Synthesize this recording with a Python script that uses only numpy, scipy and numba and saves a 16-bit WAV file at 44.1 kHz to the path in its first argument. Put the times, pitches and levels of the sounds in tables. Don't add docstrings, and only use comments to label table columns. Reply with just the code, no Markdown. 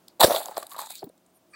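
import sys
import numpy as np
from scipy import signal
from scipy.fft import rfft, irfft
from scipy.io import wavfile
from scipy.ndimage import uniform_filter1d
from numba import njit

SR = 44100
rng = np.random.default_rng(int(sys.argv[2]) if len(sys.argv) > 2 else 0)


def wav_record(signal):
    frames = np.transpose(np.atleast_2d(signal))
    bounded = np.clip(frames, -1, 1)
    quanta = np.round(bounded * 32767).astype(np.int16)
    wavfile.write(sys.argv[1], SR, quanta)


def linear_from_db(decibels):
    return 10 ** (np.asarray(decibels, float) / 20)


N = 68355

# freq_hz, density_db
ROOM_TONE = [(18, -55.5), (30, -23.5), (355, -6), (437, -14), (632, -11.5), (1590, -23), (1760, -25.5),
             (11700, -31.5), (16000, -28.5)]
# pitch_hz, level_db
APPLIANCE_HUM = [(182, -77), (352, -77), (643, -76)]
# centre_hz, width_hz, level_db
RIM_RESONANCES = [(1200, 32, 2.5), (1725, 143, 1), (2390, 93, 2.5), (4586, 86, -1), (8010, 113, -7.5),
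                  (9000, 34, -4)]
# start_s,
# length_s, level_db, centre_hz, width_hz
HISS_SWELLS = [(1.33, .07, -67, 9200, 900), (1.33, .05, -70, 11300, 700), (1.34, .05, -69, 12700, 900),
               (1.49, .06, -68, 9000, 1500), (1.29, .02, -72, 8400, 600), (1.04, .035, -60, 15300, 1500),
               (1.04, .012, -58, 4150, 500), (.563, .014, -39, 4200, 2500), (.565, .012, -42, 8500, 3000),
               (.565, .012, -44, 12500, 4000), (.706, .005, -46, 8000, 5000),
               (.554, .008, -52, 11700, 900), (.95, .09, -54, 4500, 700), (.88, .11, -56, 2400, 400),
               (.29, .08, -36, 1100, 150), (.2, .18, -39, 10000, 1200), (.2, .18, -39, 14500, 2000),
               (.078, .04, -65, 4500, 1200), (.0795, .005, -47, 4600, 1200), (1.52, .06, -68, 5500, 1500),
               (.32, .09, -40, 3500, 700), (.2, .18, -40, 5800, 1800)]
# peak_s, peak_db, pitch_hz, ring_t60_s
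BOWL_KNOCKS = [(.213, -27, 315, 0.018), (.244, -16, 340, 0.028), (.245, -20.5, 60.65, 0.025),
               (.242, -23.5, 175, .04), (.28, -28.5, 260, 0.028), (.31, -55, 57, 0.028),
               (.58, -32, 373, 0.015), (.629, -37, 1600, 0.0095), (.629, -37, 636, 0.02),
               (1.1, -42, 490, 0.011), (0.84, -40, 870, 0.026), (.571, -29, 1147, 0.017),
               (.234, -18, 1800, 0.018), (.247, -19, 1650, 0.012), (.232, -16, 1270, 0.035),
               (1.023, -40, 601, 0.031), (1.030, -31, 720, 0.014), (1.028, -33.5, 395.6, 0.083),
               (1.04, -39.5, 169.4, 0.052), (1.045, -44, 393, 0.034), (1.068, -39.5, 301, 0.063),
               (1.071, -52, 800, 0.02)]
# peak_s, peak_db, pitch_hz, ring_t60_s
LUMP_THUDS = [(0.1977, -26.5, 670.0, 0.023), (0.2012, -23.0, 580.0, 0.021), (0.2053, -18.0, 882, 0.016),
              (0.2078, -19.5, 883, 0.022), (0.2138, -8.0, 876, 0.02), (0.2196, -14, 700.0, 0.022),
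              (0.2283, -9.5, 936, 0.0082), (0.2344, -5.5, 648, 0.024), (0.2447, -1.5, 541, 0.016),
              (0.2611, -25, 557, 0.029), (0.2697, -20.0, 547, 0.012), (0.2788, -27.5, 467, 0.019),
              (0.2894, -25, 480.0, 0.02), (0.2994, -19, 690, 0.01), (0.3078, -12.5, 620.0, 0.0099),
              (0.3161, -15.5, 582, 0.025), (0.3462, -17.0, 590.0, 0.017), (0.3618, -19.5, 707, 0.011),
              (0.3682, -19.0, 687, 0.015), (0.3803, -26.5, 692, 0.03), (0.4049, -28.5, 680.0, 0.011),
              (0.4162, -34.5, 830.0, 0.019), (0.4411, -45, 1110.0, 0.01), (0.449, -41, 750.0, 0.012),
              (0.4555, -39, 1010.0, 0.016), (0.4645, -37.5, 687, 0.02), (0.4749, -40, 596, 0.022),
              (0.4867, -30.0, 824, 0.0098), (0.4949, -33.0, 550.0, 0.016), (0.5139, -38, 890, 0.016),
              (0.5186, -35.5, 862, 0.025), (0.5719, -22.5, 710, 0.0077), (0.5806, -18.5, 672, 0.013),
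              (0.6105, -44, 650.0, 0.011), (0.6264, -35, 1157, 0.026), (0.6437, -43.0, 650.0, 0.016),
              (0.7185, -39.5, 1130.0, 0.043), (0.7463, -33.5, 1070.0, 0.0093), (0.7537, -37, 1150.0, 0.016),
              (0.7659, -35.5, 685, 0.0064), (0.7729, -39.0, 990, 0.0086), (0.7809, -38, 1010, 0.01),
              (0.7926, -24.5, 1070, 0.01), (0.8077, -34.5, 846, 0.015), (0.8161, -34.0, 894, 0.0086),
              (0.8224, -32.0, 870.0, 0.013), (0.8516, -43.5, 894, 0.032), (0.8712, -38.5, 880.0, 0.016),
              (0.9068, -35.0, 790, 0.009), (0.9313, -47.5, 900.0, 0.012)]
# peak_s, peak_db, centre_hz, t60_s, broad_share_db
ICE_CRACKS = [(0.0827, -27.0, 4430, 0.0076, -1.0), (0.2067, -0.5, 12860, 0.0096, -0.5),
              (0.2085, -0.5, 3950, 0.011, 0.5), (0.2128, -1.0, 3600, 0.012, 1.5),
              (0.2274, -2.5, 3960.0, 0.03, -1.0), (0.2342, 5.5, 3500, 0.016, -2),
              (0.2418, 1.5, 4730, 0.022, -1.5), (0.247, -5, 4090.0, 0.011, -4),
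              (0.2634, -12, 4910.0, 0.02, 0), (0.3086, -17, 3900, 0.027, -5),
              (0.3252, -16.5, 3660.0, 0.01, -9), (0.3325, -17.0, 3640.0, 0.012, -1.0),
              (0.3495, -13.5, 3870.0, 0.012, -8), (0.3551, -17.5, 3870.0, 0.0077, -3),
              (0.3618, -9.5, 3520.0, 0.012, -12), (0.384, -19, 12000, 0.0095, -6),
              (0.458, -16.5, 7770.0, 0.0058, 0), (0.4745, -30, 11190.0, 0.013, 1),
              (0.483, -26.5, 4460, 0.011, -2), (0.5447, -35, 4190.0, 0.009, -15),
              (0.5781, -15.5, 15400.0, 0.012, 1), (0.6293, -21.5, 4430, 0.012, 1),
              (0.668, -23.0, 11600, 0.0057, 1), (0.695, -32.5, 11640.0, 0.011, -4),
              (0.717, -28.5, 3740, 0.01, 3), (0.7266, -28, 13380.0, 0.0086, -3),
              (0.7342, -26.5, 11530.0, 0.006, -3), (0.7636, -30.5, 3900, 0.032, 4),
              (0.782, -24.5, 4340, 0.011, 2), (0.7885, -21.5, 13020.0, 0.011, -2),
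              (0.8014, -22.5, 9080.0, 0.026, -6), (0.8155, -22.5, 7980.0, 0.018, -1.0),
              (0.8597, -26.5, 8100, 0.027, 1), (0.9054, -19, 8870.0, 0.0094, -4),
              (0.9547, -19.0, 8030, 0.0061, 1), (0.9933, -28.0, 4520.0, 0.008, -16),
              (1.0416, -29.5, 14900.0, 0.016, -7.5), (1.0911, -44, 9130, 0.023, -1.0),
              (1.1785, -47.0, 7820.0, 0.006, -1.0), (1.2624, -48.0, 8420.0, 0.02, -10)]
# centre_hz, width_hz, level_db
ICE_RESONANCES = [(1810, 900, -6.5), (2481, 1100, -11.5), (3765, 390, 3), (4587, 480, -2.5),
                  (7180, 900, -2), (8500, 1300, -2), (11500, 1300, 0), (12720, 710, -2.5), (14300, 600, -3),
                  (15500, 900, 1)]
# time_s, crackle_db, pocket_db, pocket_pitch_hz
BEAKER_PUSH = [(0.196, -42.5, -38, 800), (0.207, -19, -23, 785), (0.249, -24.5, -22, 565),
               (0.291, -38.5, -25.5, 575.6), (0.371, -33, -32, 623), (0.412, -41, -38, 684),
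               (.44, -44, -43, 690), (0.528, -54.5, -46, 750), (0.547, -62, -49, 755),
               (0.588, -47.5, -42, 640), (0.688, -61, -56.5, 770), (0.717, -45.5, -52.5, 980),
               (.775, -60.5, -49.5, 1080), (.79, -39, -35, 957), (.895, -48.5, -63.5, 865),
               (0.904, -40.5, -46, 817), (0.994, -55.5, -95, 842), (1.06, -80.5, -110, 810)]


def unit(x):
    return x / np.sqrt(np.mean(x ** 2))


@njit
def moving_bandpass(x, hz, width_hz):
    y, band_state, low_state = np.empty(len(x)), 0., 0.
    for i in range(len(x)):
        g = np.tan(np.pi * hz[i] / SR)
        damping = width_hz / hz[i]
        v = (band_state + g * (x[i] - low_state)) / (1 + g * (g + damping))
        band_state = 2 * v - band_state
        low_state = low_state + 2 * g * v
        y[i] = damping * v
    return y


def band(x, hz, width_hz):
    return moving_bandpass(x, np.zeros(len(x)) + hz, float(width_hz))


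def steep(x, hz, width_hz):
    return band(band(x, hz, width_hz), hz, width_hz)


def walk(rate_hz):
    hold = int(SR / rate_hz)
    steps = np.repeat(rng.standard_normal(N // hold + 1), hold)
    return unit(uniform_filter1d(steps, hold)[:N])


def resonate(x, resonances, patchy_db=0):
    out = np.zeros(len(x))
    for k, (hz, width_hz, db) in enumerate(resonances):
        if patchy_db:
            db = db + patchy_db * walk(25)
        out += (-1) ** k * linear_from_db(db) * steep(x, hz, 2.5 * width_hz)
    return out


def add(out, start_s, x):
    i = int(start_s * SR)
    out[i:i + len(x)] += x[:N - i]


def blow(rise_s, t60_s):
    t = np.arange(4096) / SR
    env = (1 - np.exp(-t / rise_s)) ** 2 * linear_from_db(-60 * t / t60_s)
    return t, env / env.max()


def ring_blows(table, rise_s, rough, spread):
    out = np.zeros(N)
    for peak_s, db, hz, t60_s in table:
        t, env = blow(rise_s, t60_s)
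        noise = unit(steep(rng.standard_normal(len(t)), hz, spread * hz))
        tone = np.sin(2 * np.pi * hz * t) + rough * noise
        add(out, peak_s - rise_s, linear_from_db(db) * env * tone)
    return out


def room_tone():
    t = np.arange(N) / SR
    hz = np.fft.rfftfreq(N, 1 / SR) + 1
    freq_hz, density_db = np.array(ROOM_TONE).T
    colour = linear_from_db(np.interp(np.log(hz), np.log(freq_hz), density_db))
    air = unit(irfft(rfft(rng.standard_normal(N)) * colour, N)) * linear_from_db(-64 + 1.0 * walk(6))
    for pitch_hz, db in APPLIANCE_HUM:
        air += np.sqrt(2) * linear_from_db(db + 2 * walk(13)) * np.sin(2 * np.pi * pitch_hz * t)
    return air


def room_tail(x):
    t60_s, level_db = .22, -23
    t = np.arange(SR // 2) / SR
    tail = band(rng.standard_normal(len(t)), 3500, 8790) * linear_from_db(-60 * t / t60_s)
    tail = tail * (t > .003)
    return signal.fftconvolve(x, tail / np.sqrt(np.sum(tail ** 2)))[:N] * linear_from_db(level_db)


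def rim_rub():
    start_s, rise_s, level_db, slip_hz = 1.536, .007, -47, 580
    t = np.arange(N) / SR
    phase = np.cumsum(slip_hz * (1 + 0.1 * walk(300))) / SR
    slips = np.diff(np.floor(phase), prepend=0) * linear_from_db(2.7 * walk(630))
    slips = slips + 0.1 * rng.standard_normal(N)
    swell = 1 / (1 + np.exp(-np.clip((t - start_s) / rise_s * 2, -50, 50)))
    return unit(resonate(slips, RIM_RESONANCES)) * linear_from_db(level_db) * swell


def hiss_swells():
    out = np.zeros(N)
    for start_s, length_s, db, hz, width_hz in HISS_SWELLS:
        n = int(length_s * SR)
        hiss = unit(steep(rng.standard_normal(8192), hz, width_hz))[:n]
        add(out, start_s, linear_from_db(db) * np.hanning(n) * hiss)
    return out


def bowl_knocks():
    return ring_blows(BOWL_KNOCKS, rise_s=.003, rough=0.42, spread=0.72)


def lump_thuds():
    return ring_blows(LUMP_THUDS, rise_s=.002, rough=0.32, spread=.9)


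def ice_cracks():
    rise_s = .0008
    out = np.zeros(N)
    for peak_s, db, hz, t60_s, broad_db in ICE_CRACKS:
        t, env = blow(rise_s, t60_s)
        noise = rng.standard_normal(len(t))
        bright = unit(steep(noise, hz, 0.34 * hz))
        broad = linear_from_db(broad_db) * unit(resonate(noise, ICE_RESONANCES[2:]))
        crack = env * (bright + broad)
        add(out, peak_s - rise_s, linear_from_db(db - 6.0) * crack / np.abs(crack).max())
    return out


def breaking_grains(grains_per_s):
    scatter_db = 3.2
    chance = rng.random((3, N))
    breaks = chance[0] < grains_per_s / SR
    size = linear_from_db(-scatter_db * np.log(1 - .97 * chance[2]))
    return breaks * np.sign(chance[1] - .5) * size


def snow_crackle():
    flicker_db = 2.2
    t = np.arange(N) / SR
    time_s, crackle_db, pocket_db, pitch_hz = np.array(BEAKER_PUSH).T
    crackle_db = np.interp(t, time_s, crackle_db, left=-120, right=-120)
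    pocket_db = np.interp(t, time_s, pocket_db, left=-120, right=-120)
    hz = np.interp(t, time_s, pitch_hz)

    ice = unit(resonate(breaking_grains(7000), ICE_RESONANCES, patchy_db=3))
    ice = ice * linear_from_db(crackle_db + flicker_db * walk(250))

    low = breaking_grains(3000)
    pocket = unit(band(low, hz, 220))
    pocket = pocket + linear_from_db(-12) * unit(band(low, 1.6 * hz, 200))
    pocket = pocket + linear_from_db(-2.5) * unit(steep(low, hz, 530))
    return ice + unit(pocket) * linear_from_db(pocket_db - 3 + flicker_db * walk(100))


def scene():
    near = rim_rub() + hiss_swells() + bowl_knocks() + lump_thuds() + ice_cracks() + snow_crackle()
    return (room_tone() + room_tail(near) + near)[None]


def low_pass(x):
    return signal.sosfilt(signal.butter(12, 16970, fs=SR, output="sos"), x)


def record(dry):
    ceiling = .76
    bass_cut = signal.butter(1, 70, "high", fs=SR, output="sos")
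    top_cut = signal.ellip(8, .5, 45, 16050, fs=SR, output="sos")
    driven = signal.sosfilt(bass_cut, dry) / ceiling
    flattened = driven / (1 + driven ** 4) ** .25
    mix = ceiling * signal.sosfilt(top_cut, flattened)
    return low_pass(mix)


dry = scene()
out = record(dry)
wav_record(out)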